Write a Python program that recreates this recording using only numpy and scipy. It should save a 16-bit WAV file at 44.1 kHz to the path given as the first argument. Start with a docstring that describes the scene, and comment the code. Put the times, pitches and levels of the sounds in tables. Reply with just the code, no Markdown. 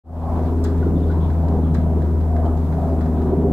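"""Outdoors, from the microphone of a hand-held camera. The sound fades in on a distant propeller
airliner: its blades drone, sinking slowly in pitch, over an exhaust and airframe roar that swells and
fades in the moving air. Light wind, hiss and a faint rustle lie beneath; whooshes roll through the roar.
From 0.4 s the camera's shell ticks faintly under the hand, right at the microphone. From 0.8 s a few
weak high chirps sound far off. Near the end the whooshes narrow into brief howls."""
import sys
import numpy as np
from scipy import signal
from scipy.io import wavfile
from scipy.ndimage import uniform_filter1d

SR = 44100
rng = np.random.default_rng(int(sys.argv[2]) if len(sys.argv) > 2 else 0)


def master_out(mix):
    """Clip the mix to full scale and print it as 16-bit PCM to the path in sys.argv[1]."""
    frames = np.transpose(np.atleast_2d(mix))
    ceiling = np.clip(frames, -1, 1)
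    pcm = np.round(ceiling * 32767).astype(np.int16)
    wavfile.write(sys.argv[1], SR, pcm)


N = 155232
TIME = np.arange(N) / SR

# blade-passing rate as it reaches the microphone: (time [s], rate [Hz])
BLADE_RATE = [(0, 82.48), (.5, 81.72), (1.2, 81.77), (2.0, 80.3), (2.75, 80.2), (3.25, 79.05),
              (3.52, 79.65)]
# the blade tone and its second and third harmonics: (time [s], rms level [dB])
BLADE_LEVEL = [(.3, -20.5), (.82, -18.5), (.97, -20), (1.1, -18), (1.7, -18.5), (2.35, -17.5), (2.56, -18),
               (2.68, -21.5), (2.85, -20.5), (2.94, -19.5), (3.28, -21), (3.52, -22)]
SECOND_LEVEL = [(.3, -34), (.85, -34), (1.15, -29.5), (1.3, -28.5), (1.76, -26), (2.12, -27.5),
                (2.2, -32.5), (2.35, -32), (2.58, -32.5), (2.78, -28), (3.52, -29)]
THIRD_LEVEL = [(.3, -30.5), (.6, -28), (.88, -32), (1.0, -30), (1.32, -41), (1.6, -26), (1.95, -31.5),
               (2.2, -38.5), (2.349, -27), (2.8, -38.5), (3.0, -27), (3.27, -26), (3.52, -28)]
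# propeller overtones: (multiple of the shaft rate, rms level before swell and fading [dB])
OVERTONES = [(13, -36), (15, -43.5), (16, -50.5), (20, -42), (31, -50.5), (33, -51), (35, -48.5), (48, -54)]
# swells in the moving air, from bass to top: (time [s], gain [dB])
BASS_SWELL = [(.3, -4), (.83, -1), (.92, 3), (1.12, 0.5), (1.78, 4), (1.97, 1), (2.15, 2), (2.35, -8),
              (2.7, 3.5), (3.0, -1), (3.5, 5.5)]
LOW_MID_SWELL = [(.25, -2), (.5, 5), (1.15, 3), (1.38, -2.5), (1.55, 5), (1.78, -3.5), (2.05, 3),
                 (2.25, -1), (2.47, 4), (2.62, -4.5), (2.9, 1.5), (3.17, 2), (3.4, 8), (3.52, 7)]
MID_SWELL = [(.3, 6.5), (.62, -1), (.92, 3), (1.3, 0), (1.55, 7), (1.66, 1), (1.89, 7.5), (2.1, -3.5),
             (2.47, 4.5), (2.66, 1), (2.84, 6), (3.1, 4), (3.52, 3)]
TOP_SWELL = [(.35, 1.5), (0.519, -0.5), (.68, 2), (.85, -0.5), (1.0, -3.5), (1.22, 2), (1.37, -1.5),
             (1.56, 1.5), (1.72, -1.5), (2.28, -2.5), (2.45, 5), (2.62, -3), (2.82, 2.5), (3.1, -2.5),
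             (3.22, 4), (3.52, -3)]
# where each of the four swells acts most, then where swelling ends: (frequency [Hz])
SWELL_HZ = [175, 370, 680, 1050, 1900]
# spectra of the distant roar, the wind, the hiss and the rustle: (frequency [Hz], relative density [dB])
ROAR_SPECTRUM = [(70, -3.5), (110, -9.5), (145, 8.5), (190, 4.5), (235, -2.5), (290, -4), (390, 0),
                 (510, -11), (690, -11), (850, -13), (1050, -17), (1300, -24.5), (1650, -34), (2300, -43.5),
                 (4000, -65)]
WIND_SPECTRUM = [(15, -5), (28, -5.5), (48, 1.5), (70, -3.5), (120, -9.5), (400, -42.5)]
HISS_SPECTRUM = [(300, 10), (1400, 9), (2500, -0.5), (5000, 1), (7500, 2.5), (10000, 1.5), (16000, 1)]
RUSTLE_SPECTRUM = [(1200, -3), (1500, 2.5), (2200, -7), (2800, -7.5), (3600, -7), (4500, -13), (7000, -24)]
# slow rise and fall of the hiss: (time [s], gain [dB])
HISS_SWELL = [(.3, 1.5), (1.6, 0.5), (2.3, 0.5), (2.85, 2.5), (3.15, 1.5), (3.45, -0.5)]
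# the rustle before its flicker: (time [s], level [dB])
RUSTLE_LEVEL = [(.3, -57.5), (.55, -57.5), (1.2, -58), (1.55, -58.5), (2.2, -60), (3.1, -58), (3.48, -63)]
# likeness of the microphone's left and right channels: (frequency [Hz], correlation [0-1])
LIKENESS = [(25, .7), (70, 1), (160, 0.98), (500, 0.95), (900, 0.94), (1400, 0.53), (1900, 0),
            (16000, 0.027)]
# whooshes and howls in the roar:
# (time [s], length [s], start pitch [Hz], end pitch [Hz], crest rms level [dB], width [share of pitch])
WHOOSHES = [(0.127, 0.326, 986, 1030, -39, 0.19), (0.199, 0.32, 729, 620, -33.5, 0.25),
            (0.778, 0.26, 428.2, 250.7, -25, 0.21), (0.889, .13, 189.1, 168.4, -26.5, 0.29),
            (1.116, 0.234, 1037, 971, -41.5, 0.14), (2.223, 0.37, 673, 665, -31.5, 0.2),
            (2.72, 0.25, 700.2, 607.6, -30, 0.26), (3.225, 0.18, 380, 364.6, -23, 0.064),
            (3.366, .13, 395.4, 401.6, -22, 0.064), (3.342, 0.23, 679.5, 731, -37, 0.028)]
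# handling ticks: (time [s], level at the tilt pivot [dB], tilt [dB/octave], tail against crack [dB])
TICKS = [(.390, -56, -11, -4), (.639, -41.5, 4, -6.5), (.646, -44.5, -6, 0.5), (.779, -56, 0, -12),
         (1.112, -53.5, -9, -1), (1.300, -55.5, -11, -0.5), (1.483, -45, -7, -16), (1.743, -45, 0.5, -8.5),
         (1.748, -46, -10, -2.5), (2.018, -56.5, -9.5, 2), (2.207, -55, -9, -4.5), (2.363, -55, -12, -2),
         (2.457, -52, -4, -6.5), (2.573, -51, -5, -9), (2.725, -54, -12.5, -3.5), (3.008, -51, -10, 0),
         (3.059, -53.5, -12, -3.5), (3.216, -55.5, -7, -2)]
# broad spectrum of the camera's shell: (frequency [Hz], relative density [dB])
SHELL_SPECTRUM = [(900, -4), (1650, 8.5), (2600, -10), (3800, 4.5), (5200, 4), (6300, -0.5), (8000, -1),
                  (10000, -12), (11600, -7.5), (15000, -10)]
# the shell's resonances: (frequency [Hz], relative level [dB])
SHELL_MODES = [(1610, -12.5), (3450, -14.5), (4010, -12), (5060, -11), (6500, -13.5), (7260, -7.5),
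               (8190, -8.5), (11400, -13)]
# far chirps: (time [s], length [s], pitch [Hz], crest rms level [dB], pure tone [share of power])
CHIRPS = [(0.823, 0.024, 1452, -40.5, 0.46), (.955, 0.026, 3540, -56.5, .4),
          (1.026, 0.024, 3500, -56, 0.38), (1.093, 0.027, 1463, -40, .7), (1.196, 0.086, 3450, -54.5, 0.03),
          (1.63, 0.055, 3350, -59, 0.1), (2.449, 0.026, 3090, -58.5, .7)]


def from_db(db):
    """Decibels to gain."""
    return 10 ** (np.asarray(db) / 20)


def rms_one(x):
    """Scale to rms 1."""
    return x / np.sqrt(np.mean(x ** 2) + 1e-20)


def in_time(rows):
    """Read (time, value) rows at every sample."""
    return np.interp(TIME, *np.transpose(rows))


def at_hz(points, hz):
    """Read a spectrum on a log-frequency axis."""
    f, value = np.transpose(points)
    return np.interp(np.log(hz), np.log(f), value)


def arch(start, length):
    """A half-sine rise and fall."""
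    return np.sin(np.pi * np.clip((TIME - start) / length, 0, 1))


def drift(rate_hz):
    """A slow random wander with spread 1."""
    hop, settle = 100, 2000
    pole = np.exp(-2 * np.pi * hop * rate_hz / SR)
    white = rng.standard_normal(N // hop + settle + 2)
    slow = signal.lfilter([1], [1, -2 * pole, pole * pole], white)[settle:]
    return np.interp(np.arange(N) / hop, np.arange(len(slow)), rms_one(slow - slow.mean()))


def even(x, window_s=0.1):
    """Hold a noise's power steady, keeping its fast flutter."""
    power = np.mean(x ** 2, axis=0)
    local_power = np.abs(uniform_filter1d(power, int(window_s * SR)))
    return x * np.sqrt(power.mean() / (local_power + 1e-20))


def stereo(mid, side, alike):
    """Mix two noises into left and right with correlation `alike`."""
    return np.sqrt(1 + alike) * mid + np.sqrt(1 - alike) * side * [[1], [-1]]


def noise_bands(spectrum):
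    """Third-octave bands of stereo noise, as (Hz, band), whose powers add up to 1."""
    edges = 16 * 2 ** (np.arange(31) / 3)
    centres = np.sqrt(edges[1:] * edges[:-1])
    inside = (centres > spectrum[0][0]) & (centres < spectrum[-1][0])
    gains = from_db(at_hz(spectrum, centres)) * np.sqrt(centres) * inside
    for hz, low, high, gain in zip(centres, edges, edges[1:], gains / np.linalg.norm(gains)):
        white = rng.standard_normal((2, N))
        if gain > 0:
            mid, side = signal.sosfilt(signal.butter(2, [low, high], "band", fs=SR, output="sos"), white)
            alike = min(at_hz(LIKENESS, hz), .998)
            yield hz, gain * rms_one(stereo(mid, side, alike))


def narrow_noise(hz, width_hz):
    """Stereo noise around a steady or gliding centre; rms 1."""
    hz = hz * np.ones(N)
    white = rng.standard_normal((2, N)) + 1j * rng.standard_normal((2, N))
    mid, side = signal.sosfilt(signal.butter(2, width_hz / 2, fs=SR, output="sos"), white)
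    pair = stereo(mid, side, at_hz(LIKENESS, hz.mean()))
    carrier = np.exp(2j * np.pi * np.cumsum(hz) / SR)
    return rms_one(np.real(pair * carrier))


def air_swell_db(hz):
    """How moving air on the way to the microphone raises and lowers the aircraft at one frequency."""
    curves = BASS_SWELL, LOW_MID_SWELL, MID_SWELL, TOP_SWELL
    shares = [np.interp(np.log(hz), np.log(SWELL_HZ), row) for row in np.eye(len(SWELL_HZ))]
    return sum(share * in_time(curve) for share, curve in zip(shares, curves))


def propellers(blades=4, left_over_right_db=2.07, fading_db=3, waver_hz=1.81):
    """Far off, passing blades make a tone with two strong harmonics; overtones waver on the way down."""
    rate = in_time(BLADE_RATE)
    angle = 2 * np.pi * np.cumsum(rate) / SR
    pan = from_db(np.array([[1], [-1]]) * left_over_right_db / 2)
    out = from_db(in_time(BLADE_LEVEL)) * np.sin(angle) * pan
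    partials = [(2, in_time(SECOND_LEVEL)), (3, in_time(THIRD_LEVEL))]
    for multiple, db in OVERTONES:
        ratio = multiple / blades
        partials.append((ratio, db + air_swell_db(ratio * rate.mean()) + fading_db * drift(waver_hz)))
    for ratio, level in partials:
        phase_wander = 0.32 * np.sqrt(ratio) * drift(waver_hz)
        out = out + from_db(level) * np.sin(ratio * angle + phase_wander + rng.uniform(0, 2 * np.pi))
    return np.sqrt(2) * out


def roar(base_db=-26.5, flicker_db=2, low_cut_hz=135.4):
    """Exhaust and airframe noise, dulled by distance, swelling and flickering band by band."""
    out = 0
    for hz, band in noise_bands(ROAR_SPECTRUM):
        level = base_db + air_swell_db(hz) + flicker_db * drift(rate_hz=11.1)
        out = out + even(band) * from_db(level)
    return signal.sosfilt(signal.butter(8, low_cut_hz, "high", fs=SR, output="sos"), out)


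def wind(level_db=-31.5):
    """Light wind, a low steady rumble at the microphone."""
    return from_db(level_db) * sum(band for _, band in noise_bands(WIND_SPECTRUM))


def hiss(base_db=-59):
    """A wide, gently varying hiss in the background."""
    return from_db(base_db + in_time(HISS_SWELL)) * sum(band for _, band in noise_bands(HISS_SPECTRUM))


def rustle(flicker_db=2.5, flicker_hz=10):
    """A faint rustle in the open air, above the roar; its bands flicker both together and singly."""
    shared_db = in_time(RUSTLE_LEVEL) + flicker_db * drift(flicker_hz) / 2
    return sum(band * from_db(shared_db + flicker_db * drift(flicker_hz))
               for _, band in noise_bands(RUSTLE_SPECTRUM))


def whooshes():
    """For a moment one gliding band of the distant roar comes through strongly; the narrowest howl."""
    out = 0
    for start, length, start_hz, end_hz, db, width in WHOOSHES:
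        glide = in_time([(start, start_hz), (start + length, end_hz)])
        band = even(narrow_noise(glide, width * (start_hz + end_hz) / 2))
        out = out + from_db(db) * arch(start, length) * band
    return out


def camera_ticks(attack_s=0.0009, crack_t60_s=0.029, tail_t60_s=0.29, tail_cut_hz=7000, pivot_hz=4000):
    """At the microphone the handled shell cracks; a duller tail is strong on knocks, weak on snaps."""
    out, age = np.zeros((2, N)), TIME[:SR // 4]
    rings = [(hz, from_db(db) * narrow_noise(hz, width_hz=210)) for hz, db in SHELL_MODES]
    attack = 1 - np.exp(-age / attack_s)
    crack = from_db(-60 * age / crack_t60_s)
    for hz, band in list(noise_bands(SHELL_SPECTRUM)) + rings:
        tail = from_db(-60 * age / tail_t60_s) / (1 + (hz / tail_cut_hz) ** 2)
        power = np.zeros(N + SR)
        for start, db, tilt_db, tail_db in TICKS:
            first = int(start * SR)
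            envelope = attack * (crack + from_db(tail_db) * tail)
            gain = from_db(db + tilt_db * np.log2(hz / pivot_hz))
            power[first:first + len(age)] += (envelope * gain) ** 2
        out += band * np.sqrt(power[:N])
    return out


def chirps(width_share=0.12, echo_db=-4, echo_t60_s=0.29):
    """Short calls from far off, part pure tone and part narrow noise, each with a brief echo."""
    out = 0
    for start, length, hz, db, pure in CHIRPS:
        tone = np.sin(2 * np.pi * hz * TIME + rng.uniform(0, np.pi / 2, (2, 1)))
        call = np.sqrt(2 * pure) * tone + np.sqrt(1 - pure) * narrow_noise(hz, width_share * hz)
        age = np.maximum(TIME - start - length / 2, 0)  # the echo builds from the middle of the call
        echo_envelope = from_db(echo_db - 60 * age / echo_t60_s) * np.minimum(2 * age / length, 1)
        echo = echo_envelope * narrow_noise(hz, width_share * hz)
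        out = out + from_db(db) * (arch(start, length) * call + echo)
    return out


def scene():
    """At the microphone: the distant aircraft, the open air, near ticks and far chirps."""
    return propellers() + roar() + wind() + hiss() + rustle() + whooshes() + camera_ticks() + chirps()


def record(dry):
    """The microphone's sound fades in, with the highest treble cut off."""
    fade_start_s, fade_end_s, cutoff_hz = 0.036, 0.34, 15800
    fade = np.clip((TIME - fade_start_s) / (fade_end_s - fade_start_s), 0, 1) ** 1.075
    return signal.sosfilt(signal.ellip(12, .1, 80, cutoff_hz, fs=SR, output="sos"), dry * fade)


dry = scene()
out = record(dry)
master_out(out)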